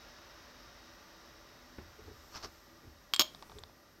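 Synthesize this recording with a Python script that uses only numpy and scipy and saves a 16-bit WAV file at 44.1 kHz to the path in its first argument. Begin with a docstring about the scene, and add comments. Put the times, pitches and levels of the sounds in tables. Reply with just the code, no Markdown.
"""A puck-shaped steel bottle opener taps a capped glass bottle, clatters onto the cap, then rubs and
ticks as it is worked into place. Taps and bounces crack sharply and set the steel or glass ringing.
Before that a hand and sleeve bump the wooden table and slide the bottle off it.
One close microphone hears it all in a small room with a faint hum and a slowly fading rush of air."""
import sys
import numpy as np
from scipy import signal
from scipy.fft import rfft, irfft
from scipy.io import wavfile

SR = 44100
rng = np.random.default_rng(int(sys.argv[2]) if len(sys.argv) > 2 else 0)


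def wrap_up_sound(samples):
    """Save the sound to the file named by the first command line argument, as 16-bit audio."""
    columns = np.atleast_2d(samples).T
    # keep every value between -1 and 1, then stretch to whole-number steps
    tamed = np.clip(columns, -1, 1)
    steps = np.round(tamed * 32767).astype(np.int16)
    wavfile.write(sys.argv[1], SR, steps)


N = 176400
T = np.arange(N) / SR
RING_T = T[:SR // 2]  # half a second for a hit to ring out

# the notes of the opener's steel plate (pitch [Hz], level [dB], time to fade by 60 dB [s])
PLATE_NOTES = [(3258, 1.5, .02), (3222, -14, .12), (3147, -24, .14), (2190, -19, .02), (2995, -27, .06),
               (1082, -22, .035)]
# the high ping of its edge (pitch [Hz], level [dB], fade time [s])
EDGE_NOTES = [(7230, -5.5, 0.0066), (7850, -14.5, .007), (8070, -11, .009)]


def amp(db):
    """Turn decibels into a number to multiply by."""
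    return 10 ** (np.asarray(db) / 20)


def unit(x):
    """Scale a sound to an average strength (rms) of 1."""
    return x / np.sqrt(np.mean(x ** 2))


def fade(fade_s):
    """A level that falls by 60 dB in fade_s seconds."""
    return np.exp(-np.log(1000) * RING_T / fade_s)


def curve(points):
    """A level that follows (time [s], level [dB]) points."""
    return amp(np.interp(T, *np.array(points).T))


def add(out, start, sound):
    """Mix a sound in at start seconds."""
    i = int(start * SR)
    out[i:i + len(sound)] += sound[:N - i]


def colour(x, tone, size=4096):
    """Shape a sound's lows and highs through (frequency [Hz], level [dB]) points."""
    hz, db = np.array(tone).T
    grid = np.maximum(np.fft.rfftfreq(size, 1 / SR), 1)
    gain = amp(np.interp(np.log(grid), np.log(hz), db))
    # arrange the filter so that nothing sounds before the hit
    cepstrum = irfft(np.log(gain))
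    cepstrum[1:size // 2] *= 2
    cepstrum[size // 2 + 1:] = 0
    response = irfft(np.exp(rfft(cepstrum)))
    return signal.fftconvolve(x, response)[:len(x)]


def noise(tone):
    """Steady noise with the given tone."""
    return unit(colour(rng.standard_normal(N), tone))


def resonance(hz, width_hz):
    """A wavering note: noise kept to a band around one pitch."""
    f = np.fft.rfftfreq(N, 1 / SR)
    spectrum = rfft(rng.standard_normal(N)) / (1 + (2 * (f - hz) / width_hz) ** 2)
    return unit(irfft(spectrum, N))


def burst(shape):
    """A puff of noise whose level follows shape, with a total energy of 1."""
    x = rng.standard_normal(len(shape)) * shape
    return x / np.linalg.norm(x)


def ring(notes):
    """A struck object's fading notes, which start in alternating directions."""
    return sum((-1) ** k * amp(db) * fade(fade_s) * np.sin(2 * np.pi * hz * RING_T)
               for k, (hz, db, fade_s) in enumerate(notes))


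def crack(tone, fade_s, noise_share):
    """One hard hit: a click, then so many short vibrations that they sound like noise."""
    x = np.sqrt(noise_share) * burst(fade(fade_s))
    x[0] += np.sqrt(1 - noise_share)
    return colour(x, tone)


def push(peak_s, length_s):
    """The level of a soft touch: a quick rise and a slower fall."""
    u = (T - peak_s) / length_s
    return np.exp(-np.where(u < 0, (3 * u) ** 2, u))


def stick_slip(roughness=.25, width_hz=500):
    """A level that flutters as glass catches and slips on wood."""
    return np.exp(roughness * resonance(0, width_hz))


def background():
    """A rush of air, its hum and a thin whine fade slowly over steady microphone hiss."""
    # the air dying down (time [s], level [dB])
    air_levels = [(0, -56), (1.3, -58.5), (2.1, -60), (2.9, -63.5), (4, -65.5)]
    # tones of the air and the hiss (frequency [Hz], level [dB])
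    air_tone = [(20, -18), (45, 15), (75, 5), (170, -2.5), (260, -3.5), (450, -0.5), (1200, 2), (1950, 0.5),
                (2250, -4.5), (3500, -6), (4500, -5), (5500, -1), (6100, -6.5), (7000, -18.5),
                (10000, -33.5), (16000, -25)]
    hiss_tone = [(20, -14), (45, 16.5), (100, 15), (300, 13), (800, 6), (2500, -14), (5500, -1),
                 (7500, -8.5), (10500, -13), (12000, -13), (12750, -1.5), (13350, 0.5), (14100, -10),
                 (14800, -27), (15700, -9), (16200, -35)]
    # notes of the hum and the whine (pitch [Hz], width [Hz], starting level [dB])
    hum_notes = [(45.4, 15, -73), (248.8, 4.4, -71.5), (332, 13, -70.5), (579.2, 42, -70), (1198, 42, -71),
                 (1395, 20, -75.5), (1908, 77, -73.5)]
    whine_notes = [(2870, 30, -80), (3790, 60, -70)]
    whine_fade_db_per_s, hiss_db = 3.5, -65.5
    air = curve(air_levels)
    hum = sum(amp(db) * resonance(hz, width) for hz, width, db in hum_notes)
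    hum *= (air / air[0]) ** 0.4  # the hum fades less than the air
    whine = sum(amp(db) * resonance(hz, width) for hz, width, db in whine_notes)
    whine *= amp(-whine_fade_db_per_s * T)
    return air * noise(air_tone) + hum + whine + amp(hiss_db) * noise(hiss_tone)


def sleeve_rustle():
    """Cloth and fingers rub, making a soft noise that swells and fades."""
    # the swell (time [s], level [dB])
    levels = [(0, -77), (1.5, -75), (1.95, -72.5), (2.3, -64), (2.55, -67.5), (2.8, -73), (3.15, -76),
              (4, -91.5)]
    # tone of the rustle (frequency [Hz], level [dB])
    tone = [(200, 11), (1200, 6.5), (2500, -15), (5500, 3), (7500, -1), (10500, -17), (12000, -7.5),
            (13400, 4), (15000, -15), (16200, -25)]
    return curve(levels) * noise(tone)


def table_bumps():
    """The arm bumps the table: a thump, a hollow ring and the boom of the table top's lowest note."""
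    # soft bumps (time [s], length [s], thump level [dB], hollow ring level [dB])
    bumps = [(1.786, 0.012, -40, -74), (1.815, .01, -57, -78), (1.998, 0.028, -55.5, -54.5),
             (2.08, 0.027, -54.5, -53), (2.116, 0.016, -64, -65), (2.448, 0.02, -50, -60),
             (2.832, 0.027, -57, -63), (2.874, 0.023, -62, -72), (3.513, 0.033, -64, -58.5),
             (3.567, 0.05, -71, -57.5)]
    # tone of a thump (frequency [Hz], level [dB])
    thump_tone = [(20, -30), (45, -8), (85, 0), (130, -1), (190, -7), (360, -1), (520, -15), (1800, -20),
                  (3500, -36), (7000, -52), (16000, -75)]
    boom_db, boom_lag_s, boom_length_s = -58, 0.0067, 0.07
    thump = noise(thump_tone)
    hollow, boom = resonance(hz=432, width_hz=55), resonance(hz=79, width_hz=35)
    out = np.zeros(N)
    for when, length, thump_db, hollow_db in bumps:
        out += push(when, length) * (amp(thump_db) * thump + amp(hollow_db) * hollow)
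        out += amp(boom_db) * push(when + boom_lag_s, boom_length_s) * boom
    return out


def bottle_slides():
    """The bottle's base scrapes over the wood in two short slides."""
    # slides (loudest moment [s], half length [s], level [dB])
    slides = [(2.363, 0.015, -44), (2.444, 0.011, -43.5)]
    # tone of glass on wood (frequency [Hz], level [dB])
    tone = [(100, -0.5), (550, -5), (1200, 3.5), (2100, -10), (2700, -8), (3300, -11.5), (4200, -7),
            (4450, -0.5), (4800, -4.5), (5400, 0.5), (6100, -5.5), (6800, -15.5), (10500, -35),
            (13500, -26), (16000, -36)]
    scrape = unit(stick_slip() * noise(tone))
    return sum(amp(db) * scrape / np.sqrt(1 + ((T - when) / length) ** 4) for when, length, db in slides)


def bottle_judder():
    """The tilting bottle chatters on the wood, slowing as it comes free."""
    peak_s, length_s, level_db = 2.452, .016, -47
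    start_hz, drop_hz_per_s = 390, 5500
    hz = np.clip(start_hz - drop_hz_per_s * (T - peak_s), start_hz / 2, start_hz)
    chatter = np.sin(2 * np.pi * np.cumsum(hz) / SR)
    return amp(level_db) * stick_slip() * push(peak_s, length_s) * chatter


def opener_taps():
    """The steel plate glances off the cap: each tap cracks, rings and pings."""
    # taps (time [s], crack level [dB], plate level [dB], edge level [dB])
    taps = [(3.1366, -2, -16, -52), (3.1438, -12, -31, -21), (3.1498, -17, -44, -34),
            (3.1623, -12.5, -30, -22)]
    # tone of a tap (frequency [Hz], level [dB])
    tone = [(100, -17), (500, -15), (1100, 4), (2700, -9.5), (3600, 12), (5200, 9.5), (6000, -7),
            (6900, -5), (9300, -25), (12400, -9), (13800, -4), (16000, -27)]
    out, plate, edge = np.zeros(N), ring(PLATE_NOTES), ring(EDGE_NOTES)
    for start, crack_db, plate_db, edge_db in taps:
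        hit = amp(crack_db) * crack(tone, fade_s=.009, noise_share=.25)
        add(out, start, hit + amp(plate_db) * plate + amp(edge_db) * edge)
    return out


def opener_clatter():
    """The cap drops into the jaws and bounces: steel and glass ring, and the rubber body thuds."""
    # bounces (time [s], crack level [dB], plate level [dB], bottle level [dB], snap level [dB])
    bounces = [(3.1947, -1, -13, -14.5, 2), (3.2028, -1.5, -23, -43, -4), (3.2086, -5, -20.5, -29, -4),
               (3.2127, -16, -32, -28.5, -9), (3.2155, -9, -31, -32, -18), (3.2159, -18, -29, -39, -18),
               (3.2193, -12.5, -22, -26, -23), (3.221, -18, -30, -46, -27)]
    # tones of the crack and the high snap (frequency [Hz], level [dB])
    crack_tone = [(70, -5.5), (270, 4.5), (480, 1.5), (700, 8.5), (1300, 6.5), (1900, -2), (3000, 4),
                  (4000, 14.5), (6000, -0.5), (7200, 0), (9700, -12), (11300, -9.5), (13600, -10),
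                  (16000, -26)]
    snap_tone = [(7000, -26), (10200, -20), (11200, 0), (12400, -17), (13500, 4.5), (15200, -4),
                 (16300, -20)]
    # notes of the bottle and the opener's rubber body (pitch [Hz], level [dB], fade time [s])
    bottle_notes = [(625, -27, 0.27), (1037, -18.5, 0.094), (3670, -17, .045), (3880, -12, .045),
                    (3910, -24, .045), (4130, -9, .03), (4500, -20, .04), (5390, 1, 0.018),
                    (5500, -19, .07), (6420, -1.5, 0.015), (6645, -20, 0.12), (6742, -15.5, 0.1),
                    (12600, -22, .06), (13530, -12.5, .025)]
    rubber_notes = [(237, 3, 0.046), (348, 2.5, 0.054), (686, -2, 0.08), (1420, -3, 0.032)]
    out, plate, bottle = np.zeros(N), ring(PLATE_NOTES), ring(bottle_notes)
    for start, crack_db, plate_db, bottle_db, snap_db in bounces:
        snap = amp(snap_db) * crack(snap_tone, fade_s=.0096, noise_share=.25)
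        hit = amp(crack_db) * crack(crack_tone, fade_s=.014, noise_share=.5)
        add(out, start, snap + hit + amp(plate_db) * plate + amp(bottle_db) * bottle)
    add(out, start=3.1955, sound=amp(-34) * ring(rubber_notes))
    return out


def jaw_rub():
    """The opener's jaws rub round the cap with a quiet scratching noise."""
    # rise and fall of the rubbing (time [s], level [dB])
    levels = [(3.22, -85), (3.28, -63), (3.43, -60.5), (3.54, -61), (3.585, -59.5), (3.62, -71),
              (3.70, -70), (3.76, -92)]
    # tone of the rubbing (frequency [Hz], level [dB])
    tone = [(200, 17), (900, 6.5), (2300, 1), (3600, -7), (5600, 3), (7000, -5.5), (9500, -7), (11000, -10),
            (13500, -6), (16000, -18)]
    return curve(levels) * noise(tone)


def jaw_ticks():
    """The jaws slip on the cap's crimped rim; the hand's pressure keeps each tick short."""
    # slips (time [s], click level [dB], knock level [dB], edge level [dB])
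    slips = [(3.348, -11, -22.5, -70), (3.4248, -13.5, -15, -49), (3.4300, -24, -16.5, -60),
             (3.497, -24, -17.5, -70), (3.518, -28, -14.5, -70), (3.5856, -16, -36, -56),
             (3.5899, -27, -29, -38.5), (3.6363, -10.5, -20, -68), (3.6960, -41, -25.5, -75)]
    # tones of the click and the low knock (frequency [Hz], level [dB])
    click_tone = [(300, -16), (1500, -6), (2800, -17), (3550, 4), (4200, -4), (5400, -10), (6500, -25),
                  (15000, -45)]
    knock_tone = [(200, -28), (500, -6), (700, 4), (1150, 6.5), (1700, -14.5), (4000, -16), (9000, -58)]
    out, edge = np.zeros(N), ring(EDGE_NOTES)
    for start, click_db, knock_db, edge_db in slips:
        click = amp(click_db) * crack(click_tone, fade_s=.004, noise_share=.15)
        knock = amp(knock_db) * crack(knock_tone, fade_s=.02, noise_share=.5)
        add(out, start, click + knock + amp(edge_db) * edge)
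    return out


def plate_spread(x):
    """Ripples in the struck plate reach the air at different moments, rounding off each click."""
    # bands that leave the plate late (frequency [Hz], narrowness [Q])
    late_bands = [(2500, 1.2), (4200, 1.3), (5500, 6), (7000, 5), (13500, 4)]
    for hz, q in late_bands:
        x = x - 2 * signal.lfilter(*signal.iirpeak(hz, q, fs=SR), x)  # delays the band, keeps its level
    return x


def room(x):
    """Sound bounces off the table and back board, then the walls, leaving a short tail that dulls."""
    # wall echoes, smeared by clutter (delay [s], level [dB])
    echoes = [(.019, -26), (.035, -27), (.043, -28)]
    tail_db, tail_rise_s, echo_rise_s, split_hz, near_db = -23, 0.028, .003, 4900, -18
    rise = 1 - np.exp(-(RING_T / tail_rise_s) ** 2)
    low_tail = amp(tail_db) * burst(rise * fade(fade_s=.35))
    high_tail = amp(tail_db) * burst(rise * fade(fade_s=.17))
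    echo_shape = fade(fade_s=.025) * np.minimum(RING_T / echo_rise_s, 1)
    for delay, db in echoes:
        add(low_tail, delay, amp(db) * burst(echo_shape)[:SR // 10])
    keep_lows = signal.butter(2, split_hz, fs=SR, output="sos")
    keep_highs = signal.butter(2, split_hz, "high", fs=SR, output="sos")
    tail = signal.sosfilt(keep_lows, low_tail) + signal.sosfilt(keep_highs, high_tail)
    near_echoes = amp(near_db) * burst(fade(fade_s=.07))
    return x + signal.fftconvolve(x, tail + near_echoes)[:N]


def scene():
    """Mix everything into one channel; only the opener's hits echo in the room."""
    rubbing = jaw_rub()
    hits = room(plate_spread(opener_taps() + opener_clatter() + jaw_ticks()))
    handling = sleeve_rustle() + table_bumps() + bottle_slides() + bottle_judder()
    return (hits + rubbing + handling + background())[None]


def record(dry):
    """The recorder cuts off the highest treble."""
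    top_hz = 16200
    return signal.sosfilt(signal.ellip(8, .2, 70, top_hz, fs=SR, output="sos"), dry)


dry = scene()
out = record(dry)
wrap_up_sound(out)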